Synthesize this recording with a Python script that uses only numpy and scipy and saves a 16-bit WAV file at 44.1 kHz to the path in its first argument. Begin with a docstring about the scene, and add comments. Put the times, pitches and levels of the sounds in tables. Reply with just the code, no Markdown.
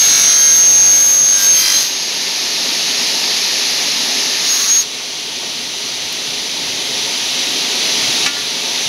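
"""In a workshop a circular saw with 132 teeth finishes its cut through a hollow aluminium profile, regains speed,
brushes the cut face on its way back and falls silent behind its guard. The saw sounds as sines locked to the
shaft, a ragged pattern repeating each turn and notes of the profile. Coloured noise makes the hiss, the rumble
and the brushing; a clamp knocks and clicks in decaying bursts, and the cut piece clinks on the rollers as
decaying modes. Both channels carry the same signal."""
import sys
import numpy as np
from scipy import signal
from scipy.fft import rfft, irfft, next_fast_len
from scipy.io import wavfile
from scipy.ndimage import uniform_filter1d, map_coordinates

SR = 44100
rng = np.random.default_rng(int(sys.argv[2]) if len(sys.argv) > 2 else 0)


def dump_mix(stems):
    """Bounce the given channels to the path in sys.argv[1] as a 16-bit WAV at rate SR."""
    frames = np.atleast_2d(stems).T  # one column per channel
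    limited = np.clip(frames, -1, 1)  # hard clip at full scale
    pcm = np.round(limited * 32767).astype(np.int16)
    wavfile.write(sys.argv[1], SR, pcm)


N = 391608
TEETH = 132
SHUT_S = 4.82  # the blade is back in its guard

# Tooth-passing rate under load: (time [s], rate [Hz])
LOADED_SPEED = [(0.03, 6428), (0.2, 6389), (0.3, 6373), (0.4, 6370), (0.6, 6391), (0.7, 6395), (0.85, 6395),
                (1.1, 6415), (1.2, 6420), (1.3, 6422), (1.4, 6415), (1.5, 6389), (1.6, 6375), (1.75, 6370),
                (1.85, 6385)]
# Teeth in metal: (time [s], tooth tone [dB], its octave [dB], rasp [dB])
CUT_LEVELS = [(0, -11, -26, -19), (.12, -12, -35, -14.5), (.18, -14.5, -31, -15.5), (.27, -10.5, -36, -16),
              (.33, -12, -40, -16.5), (.4, -9.5, -29, -21.5), (.7, -8.5, -37, -22), (.93, -8.5, -36, -23),
              (1.01, -10, -29, -23), (1.25, -10.5, -30, -25.5), (1.36, -11, -35, -21.5),
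              (1.41, -20, -26, -16), (1.44, -11, -23, -16.5), (1.51, -8, -34, -24), (1.6, -12, -22, -18),
              (1.63, -20, -27, -19), (1.66, -35, -30, -17), (1.72, -20, -31, -15.5),
              (1.77, -11.5, -31, -19), (1.82, -22, -29, -16.5), (1.9, -25, -31, -28), (1.95, -25, -44, -33)]
# Spectrum of the uneven teeth: (frequency [Hz], relative density [dB per Hz])
TOOTH_SPECTRUM = [(410, -32), (700, -26), (1650, -17), (2260, -17), (2470, -17.5), (4220, -3), (4990, -2.5),
                  (6230, -0.5), (6650, -1), (6920, -11.5), (7480, -15), (9090, -22.5), (11000, -12.5),
                  (12100, -25.5), (15700, -31.5)]
# Blade side on the cut face: (time [s], level [dB])
BRUSH_LEVELS = [(4.42, -30), (4.46, -20.5), (4.52, -20.5), (4.6, -16.5), (4.72, -18), (4.815, -20),
                (4.85, -30)]


def amp(db):
    """Logarithmic level: dB to amplitude gain."""
    return 10 ** (np.asarray(db) / 20)


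def unit(x):
    """Normalisation to an rms of 1."""
    return x / np.sqrt(np.mean(np.abs(x) ** 2) + 1e-20)


def along(points, hz):
    """Interpolation of (frequency [Hz], value) points on a logarithmic frequency axis."""
    f, v = np.transpose(points)
    return np.interp(np.log(hz + 1), np.log(f + 1), v)


def curves(rows, quiet=None):
    """Linear interpolation in time: one value per sample for each column after the time."""
    s, *cols = np.transpose(rows)
    return [np.interp(np.arange(N) / SR, s, c, quiet, quiet) for c in cols]


def gate(start, end, edge):
    """Linear envelope: 1 between start and end, with a fade of edge seconds centred on each."""
    t = np.arange(N) / SR
    return np.clip(np.minimum(t - start, end - t) / edge + .5, 0, 1)


def during(rows):
    """Smoothed rectangular envelope: 1 while a table lasts, with soft ends."""
    span = [(rows[0][0], 1), (rows[-1][0], 1)]
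    return uniform_filter1d(curves(span, quiet=0)[0], size=1200, mode="nearest")


def wobble(rate, size=N):
    """Slow random modulation: a smooth curve through rate random knots a second."""
    knots = rng.standard_normal(int(size * rate / SR) + 4)
    places = np.arange(0, size + 64, 64) * rate / SR
    coarse = map_coordinates(knots, [places], mode="nearest")  # one value every 64 samples
    return np.interp(np.arange(size) / 64, np.arange(len(coarse)), coarse)


def filtered(x, response):
    """Linear filtering: the spectrum of x times a response of frequency."""
    m = next_fast_len(N + 8192)
    return irfft(rfft(x, m) * response(np.fft.rfftfreq(m, 1 / SR)), m)[..., :N]


def treble(x):
    """High-pass filtering: the part above about 7800 Hz."""
    return filtered(x, lambda hz: 1 - 1 / (1 + (hz / 7800) ** 16))


def rush(response, patchy_db):
    """Coloured noise of rms 1, shaped after random gains in patches of time and frequency."""
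    z = signal.stft(rng.standard_normal(N), nperseg=512)[2]
    field = uniform_filter1d(rng.standard_normal(z.shape), 6, 0)  # over frequency
    field = uniform_filter1d(field, 12, 1)  # over time
    patchy = signal.istft(z * amp(patchy_db * unit(field)), nperseg=512)[1][:N]
    return unit(filtered(patchy, response))


def band_noise(low_hz, high_hz, order, size):
    """Band-pass filtering of white noise."""
    band = signal.butter(order, [low_hz, high_hz], "band", fs=SR, output="sos")
    return signal.sosfilt(band, rng.standard_normal(size))


def speed():
    """Tooth-passing rate: pulled down by load, then exponential return to free speed, with drag from brushing."""
    free_hz, regain_s, drag_hz_per_s = 6535, .5, 18
    t = np.arange(N) / SR
    out_s, last_hz = LOADED_SPEED[-1]
    regained = free_hz - (free_hz - last_hz) * np.exp(-(t - out_s) / regain_s)
    free = regained - drag_hz_per_s * np.maximum(t - BRUSH_LEVELS[0][0], 0)
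    return np.where(t < out_s, curves(LOADED_SPEED)[0], free)


def whine(turns):
    """Additive synthesis: a tone at the tooth-passing rate and its octave, over a low hum at multiples
    of the shaft rate whose level follows the tone."""
    # Hum at 1, 2, 3 .. times the shaft rate: (level at a tooth tone of -10.5 dB [dB])
    hum_levels = [-55, -56, -53, -56, -55, -53, -50, -51, -53, -50, -55, -45, -53, -49, -55, -53, -57, -54]
    # Teeth catching the cut face: (time [s], length [s], tone [dB])
    catches = [(4.488, .065, -20), (4.691, .12, -13.5)]
    idle_db, idle_octave_db, settle_s = -31.5, -30, 0.19  # free blade; octave relative to its tone
    graze_db, touch_octave_db, touch_edge_s = -27, -24, .035  # tone between catches; octave relative to it
    tone_db, octave_db, _ = curves(CUT_LEVELS)
    cut = during(CUT_LEVELS)
    since = np.maximum(np.arange(N) / SR - CUT_LEVELS[-1][0], 0)
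    free = (1 - cut) * gate(0, SHUT_S, 0.047)
    waver_db = 2.3 * wobble(3.76)

    def settle(start_db, end_db):
        """Exponential relaxation of the level of the free blade."""
        return free * amp(end_db + (start_db - end_db) * np.exp(-since / settle_s) + waver_db)

    touch = amp(graze_db) * gate(catches[0][0], SHUT_S, touch_edge_s)
    for s, length, db in catches:
        touch = touch + amp(db) * gate(s, s + length, touch_edge_s)
    tone = cut * amp(tone_db) + settle(tone_db, idle_db) + touch
    octave = cut * amp(octave_db) + settle(octave_db, idle_db + idle_octave_db)
    octave = octave + amp(touch_octave_db) * touch

    phase = 2 * np.pi * TEETH * turns + .05 * wobble(67)
    tones = tone * amp(.4 * wobble(39.2)) * np.sin(phase)
    tones = tones + octave * amp(4.5 * wobble(14)) * np.sin(2 * phase)
    hum = np.zeros(N)
    for k, db in enumerate(hum_levels, start=1):
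        hum += amp(db + 2.6 * wobble(9)) * np.sin(2 * np.pi * (k * turns + rng.random()))
    hum_gain = cut * amp(0.94 * (tone_db + 10.5))
    return np.sqrt(2) * (tones + hum_gain * hum)


def pattern(turns, memory, lumpy_db):
    """Cyclic repetition: uneven teeth give a ragged pattern that returns each turn and drifts over several."""
    steps = 4096  # samples of the pattern in one turn
    rows, bins = int(turns[-1]) + 2, steps // 2 + 1
    shape = (rows + 40, bins)  # 40 extra turns let the drift settle
    chance = rng.standard_normal(shape) + 1j * rng.standard_normal(shape)
    drift = signal.lfilter([1], [1, -memory], chance, axis=0)[-rows:]
    shaft_hz = LOADED_SPEED[0][1] / TEETH
    colour = amp(along(TOOTH_SPECTRUM, np.arange(bins) * shaft_hz))
    # Groups of teeth that stand proud bite harder
    proud = unit(irfft(drift[:, ::-1] * (np.arange(bins) < 12), axis=1))
    turn = unit(irfft(drift * colour, axis=1) * amp(lumpy_db * proud))
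    closed = np.pad(turn, ((0, 0), (0, 1)), "wrap")
    return map_coordinates(closed, [turns, turns % 1 * steps], order=1)


def notes(turns):
    """Resonance: notes ring up in the profile as fluttering sines at multiples of the shaft rate."""
    # Notes: (start [s], end [s], shaft multiple [1], level before pulsing and flutter [dB])
    profile_notes = [(0, .1, 252, -37), (0, .18, 70, -35), (0, .18, 130, -28), (0, .27, 47, -31),
                     (0, .35, 120, -23), (0, .25, 78, -30), (.25, .55, 78, -36), (.1, .35, 198, -38),
                     (.1, .5, 223, -38), (.18, .35, 75, -33), (.18, .4, 122, -23), (.18, .55, 231, -36),
                     (.2, 1.1, 229, -40), (.27, .5, 44, -37), (.27, .5, 66, -35), (.35, .68, 33, -37),
                     (.35, 1, 118, -29), (.35, 1.45, 120, -29), (.45, 1, 146, -39), (.45, 1.45, 129, -29),
                     (.55, 1.25, 144, -36), (.6, 1.45, 133, -33), (.7, 1, 42, -38), (.85, 1.42, 122, -30),
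                     (1, 1.5, 228, -40), (1.05, 1.45, 130, -23), (1.35, 1.48, 33, -34),
                     (1.33, 1.75, 198, -36), (1.35, 1.43, 66, -31), (1.35, 1.5, 78, -33),
                     (1.42, 1.68, 54, -35), (1.5, 1.8, 229, -39), (1.56, 1.78, 66, -27),
                     (1.55, 1.75, 42, -33), (1.58, 1.78, 98, -25.5), (1.6, 1.75, 105, -26),
                     (1.6, 1.75, 120, -29), (1.6, 1.8, 84, -28), (1.6, 1.8, 87, -27), (1.6, 1.85, 216, -35),
                     (1.68, 1.82, 129, -27)]
    edge_s, flutter_db = .06, 2.5
    last_wall_s, runout, last_runout = 1.5, .25, .8  # depth (0-1) of the pulse before and in the last wall
    out = np.zeros(N)
    for start, end, k, db in profile_notes:
        span = slice(max(round((start - edge_s) * SR), 0), round((end + edge_s) * SR))
        n = span.stop - span.start
        phase = 2 * np.pi * (k * turns[span] + rng.random()) + .5 * wobble(19.3, size=n)
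        # The blade runs out of true, so each note pulses once a turn
        depth = last_runout if start >= last_wall_s else runout
        pulse = 1 + depth * np.cos(2 * np.pi * (turns[span] + rng.random()))
        level = gate(start, end, edge_s)[span] * amp(db + flutter_db * wobble(17.6, size=n))
        out[span] += level * pulse * np.sin(phase)
    return np.sqrt(2) * out


def bite(turns):
    """Chip formation: the tooth pattern with the noise of loose chips, joined by the resonances of the profile."""
    chips_db = -15  # under the pattern
    low_db, high_db, ends_follow = -28.5, -28, 0.42  # levels at a rasp of -20.5 dB; how they follow it [dB per dB]
    through_s, through_fade_s = 1.85, 0.25  # the last wall parts: low and high rasp die away
    level_db = curves(CUT_LEVELS)[2]
    chips = rush(lambda hz: amp(along(TOOTH_SPECTRUM, hz)), patchy_db=1.5)
    cutting = turns[:round((CUT_LEVELS[-1][0] + .1) * SR)]
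    teeth = np.resize(pattern(cutting, memory=.94, lumpy_db=3.5), N)
    raw = teeth + amp(chips_db) * chips
    low = filtered(raw, lambda hz: 1 / (1 + (hz / 2500) ** 8))
    high = treble(raw)
    ends = amp(low_db) * unit(low) + amp(high_db) * unit(high)
    ends = ends * amp(ends_follow * (level_db + 20.5)) * gate(-1, through_s, through_fade_s)
    rasp = amp(level_db) * unit(raw - low - high) + ends
    return during(CUT_LEVELS) * rasp + notes(turns)


def air():
    """Broadband flow noise of blade and air line, over noise coloured by the resonances of the machine frame."""
    # Level of the hiss: (time [s], level [dB])
    hiss_levels = [(0, -19), (.4, -24), (1, -25), (1.4, -22), (1.95, -19.5), (2.88, -16), (4.45, -16),
                   (4.84, -24), (6.52, -20.5), (8.1, -15), (8.26, -15), (8.3, -20.5), (8.88, -17.5)]
    # Hiss with the blade out of, then behind the guard: (frequency [Hz], relative density [dB per Hz])
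    near_spectrum = [(530, -30.5), (900, -12.5), (1010, -21.5), (1200, -14.5), (1370, -17), (1580, -16),
                     (1780, -9), (1910, -10), (2870, -5.5), (3120, -6.5), (4160, -1), (6330, -4.5),
                     (8030, -28), (10600, -15.5), (15700, -37.5)]
    far_spectrum = [(530, -40), (900, -22), (1030, -27), (1100, -15.5), (1380, -17.5), (1720, -14.5),
                    (1910, -10.5), (2740, -6), (4010, -2), (5480, -7), (6030, -3), (8030, -26),
                    (10600, -17), (13400, -32.5), (15700, -34)]
    # Rumble between the peaks of the frame, then bass: (frequency [Hz], relative density [dB per Hz])
    rumble_spectrum = [(90, -47), (140, -11.5), (300, -4.5), (900, -8.5), (1300, -15.5), (1700, -27),
                       (2800, -120)]
    bass_spectrum = [(15, -52), (25, -22), (38, -9), (102, -5.5), (120, -4), (150, 1), (200, -30),
                     (330, -120)]
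    # Resonances of the frame: (centre [Hz], width [Hz], relative level [dB])
    frame_modes = [(170, 40, -8), (250, 40, 0), (300, 12, -2), (360, 22, -4), (415, 50, 0), (540, 30, -3),
                   (635, 40, -4), (720, 35, -2), (815, 35, -7), (905, 50, -3), (970, 45, -7)]
    rumble_db, bass_db = (-15.5, -13), (-48, -31)  # relative to the hiss: blade out of, behind the guard
    hiss_db, = curves(hiss_levels)
    far, = curves([(SHUT_S - .02, 0), (SHUT_S + .02, 1)])
    near_hiss = rush(lambda hz: amp(along(near_spectrum, hz)), patchy_db=0.5)
    far_hiss = rush(lambda hz: amp(along(far_spectrum, hz)), patchy_db=0.55)
    hiss = np.sqrt(1 - far) * near_hiss + np.sqrt(far) * far_hiss  # equal-power crossfade

    def body(hz):
        """Sum of powers: the even floor and each resonance of the frame."""
        peaks = sum(amp(2 * db) / (1 + (2 * (hz - c) / w) ** 4) for c, w, db in frame_modes)
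        return np.sqrt(amp(2 * along(rumble_spectrum, hz)) + peaks)

    rumble = rush(body, patchy_db=.7)
    bass = rush(lambda hz: amp(along(bass_spectrum, hz)), patchy_db=3.5)
    lows = amp(np.interp(far, [0, 1], rumble_db) + 0.5 * wobble(3.01)) * rumble
    lows = lows + amp(np.interp(far, [0, 1], bass_db) + 2.7 * wobble(2.225)) * bass
    return amp(hiss_db) * (amp(0.27 * wobble(7)) * hiss + lows)


def brush():
    """Friction noise: on the way back the side of the blade scrapes the cut face."""
    # Colour of the scrape: (frequency [Hz], relative density [dB per Hz])
    scrape_spectrum = [(650, -47), (1100, -11.5), (1790, -12.5), (3030, -14), (4180, -1), (5050, -9),
                       (5770, 1), (6740, -2.5), (7050, -13), (8150, -26), (10100, -13), (13700, -24),
                       (15700, -22)]
    high_db = -10.5  # part above 7800 Hz, relative to the rest
    level_db, = curves(BRUSH_LEVELS)
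    scrape = rush(lambda hz: amp(along(scrape_spectrum, hz)), patchy_db=1.0)
    high = treble(scrape)
    balanced = unit(scrape - high) + amp(high_db) * unit(high)
    return during(BRUSH_LEVELS) * amp(level_db) * balanced


def clamp():
    """Damped impact: the clamp gives short band-limited bursts that decay exponentially."""
    # Knocks and click: (time [s], level at onset [dB], centre [Hz], decay by 60 dB [s])
    bursts = [(5.427, -29.5, 750, 0.09), (5.44, -33, 500, .15), (5.45, -38, 200, .3),
              (6.126, -26, 11000, .03)]
    out, t = np.zeros(N + SR), np.arange(SR // 2) / SR
    for s, db, hz, t60 in bursts:
        burst = band_noise(hz * 0.72, hz * 1.2, 2, len(t))
        out[round(s * SR):][:len(t)] += amp(db - 60 * t / t60) * unit(burst)
    return out[:N]


def clinks():
    """Modal synthesis: the loose piece rings on the rollers in decaying modes, each blow starting with a crack."""
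    # Blows: (time [s], gain of the ring [dB], gain of the crack [dB], hardness as upper limit of the modes [Hz])
    blows = [(8.262, -18, -5, 9000), (8.367, -21.5, -26, 1950)]
    # Modes of the piece: (frequency [Hz], mean relative level [dB], decay by 60 dB [s])
    modes = [(1170, -13, .4), (1416, -9, .45), (1745, -4, .22), (1960, -1, .18), (2272, -2, .2),
             (2640, -4, .2), (2832, 0, .09), (3060, 0, .08), (3850, -2, .08), (4549, -5, .07)]
    out, t = np.zeros(N + SR), np.arange(SR // 2) / SR
    for s, ring_db, crack_db, hard_hz in blows:
        ring = np.zeros(len(t))
        for hz, db, t60 in modes:
            decay = amp(db + rng.normal(0, 1.2) - 60 * t / t60)
            ring += decay * np.sin(2 * np.pi * hz * t) / (1 + (hz / hard_hz) ** 8)
        crack = amp(crack_db - 60 * t / .06) * band_noise(700, 6500, 4, len(t))
        out[round(s * SR):][:len(t)] += amp(ring_db) * ring + crack
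    return out[:N]


def scene():
    """Superposition of all sources, the same in both channels."""
    turns = np.cumsum(speed()) / SR / TEETH  # revolutions of the shaft
    saw = whine(turns) + bite(turns)
    return np.tile(saw + air() + brush() + clamp() + clinks(), (2, 1))


def record(dry):
    """Saturation of the peaks, then a bass cut below about 40 Hz and a band limit."""
    top_hz = 15750
    soft = dry / (1 + np.abs(dry / .8) ** 6) ** (1 / 6)
    return filtered(soft, lambda hz: (hz < top_hz) / (1 + (40 / (hz + 1)) ** 4))


dry = scene()
out = record(dry)
dump_mix(out)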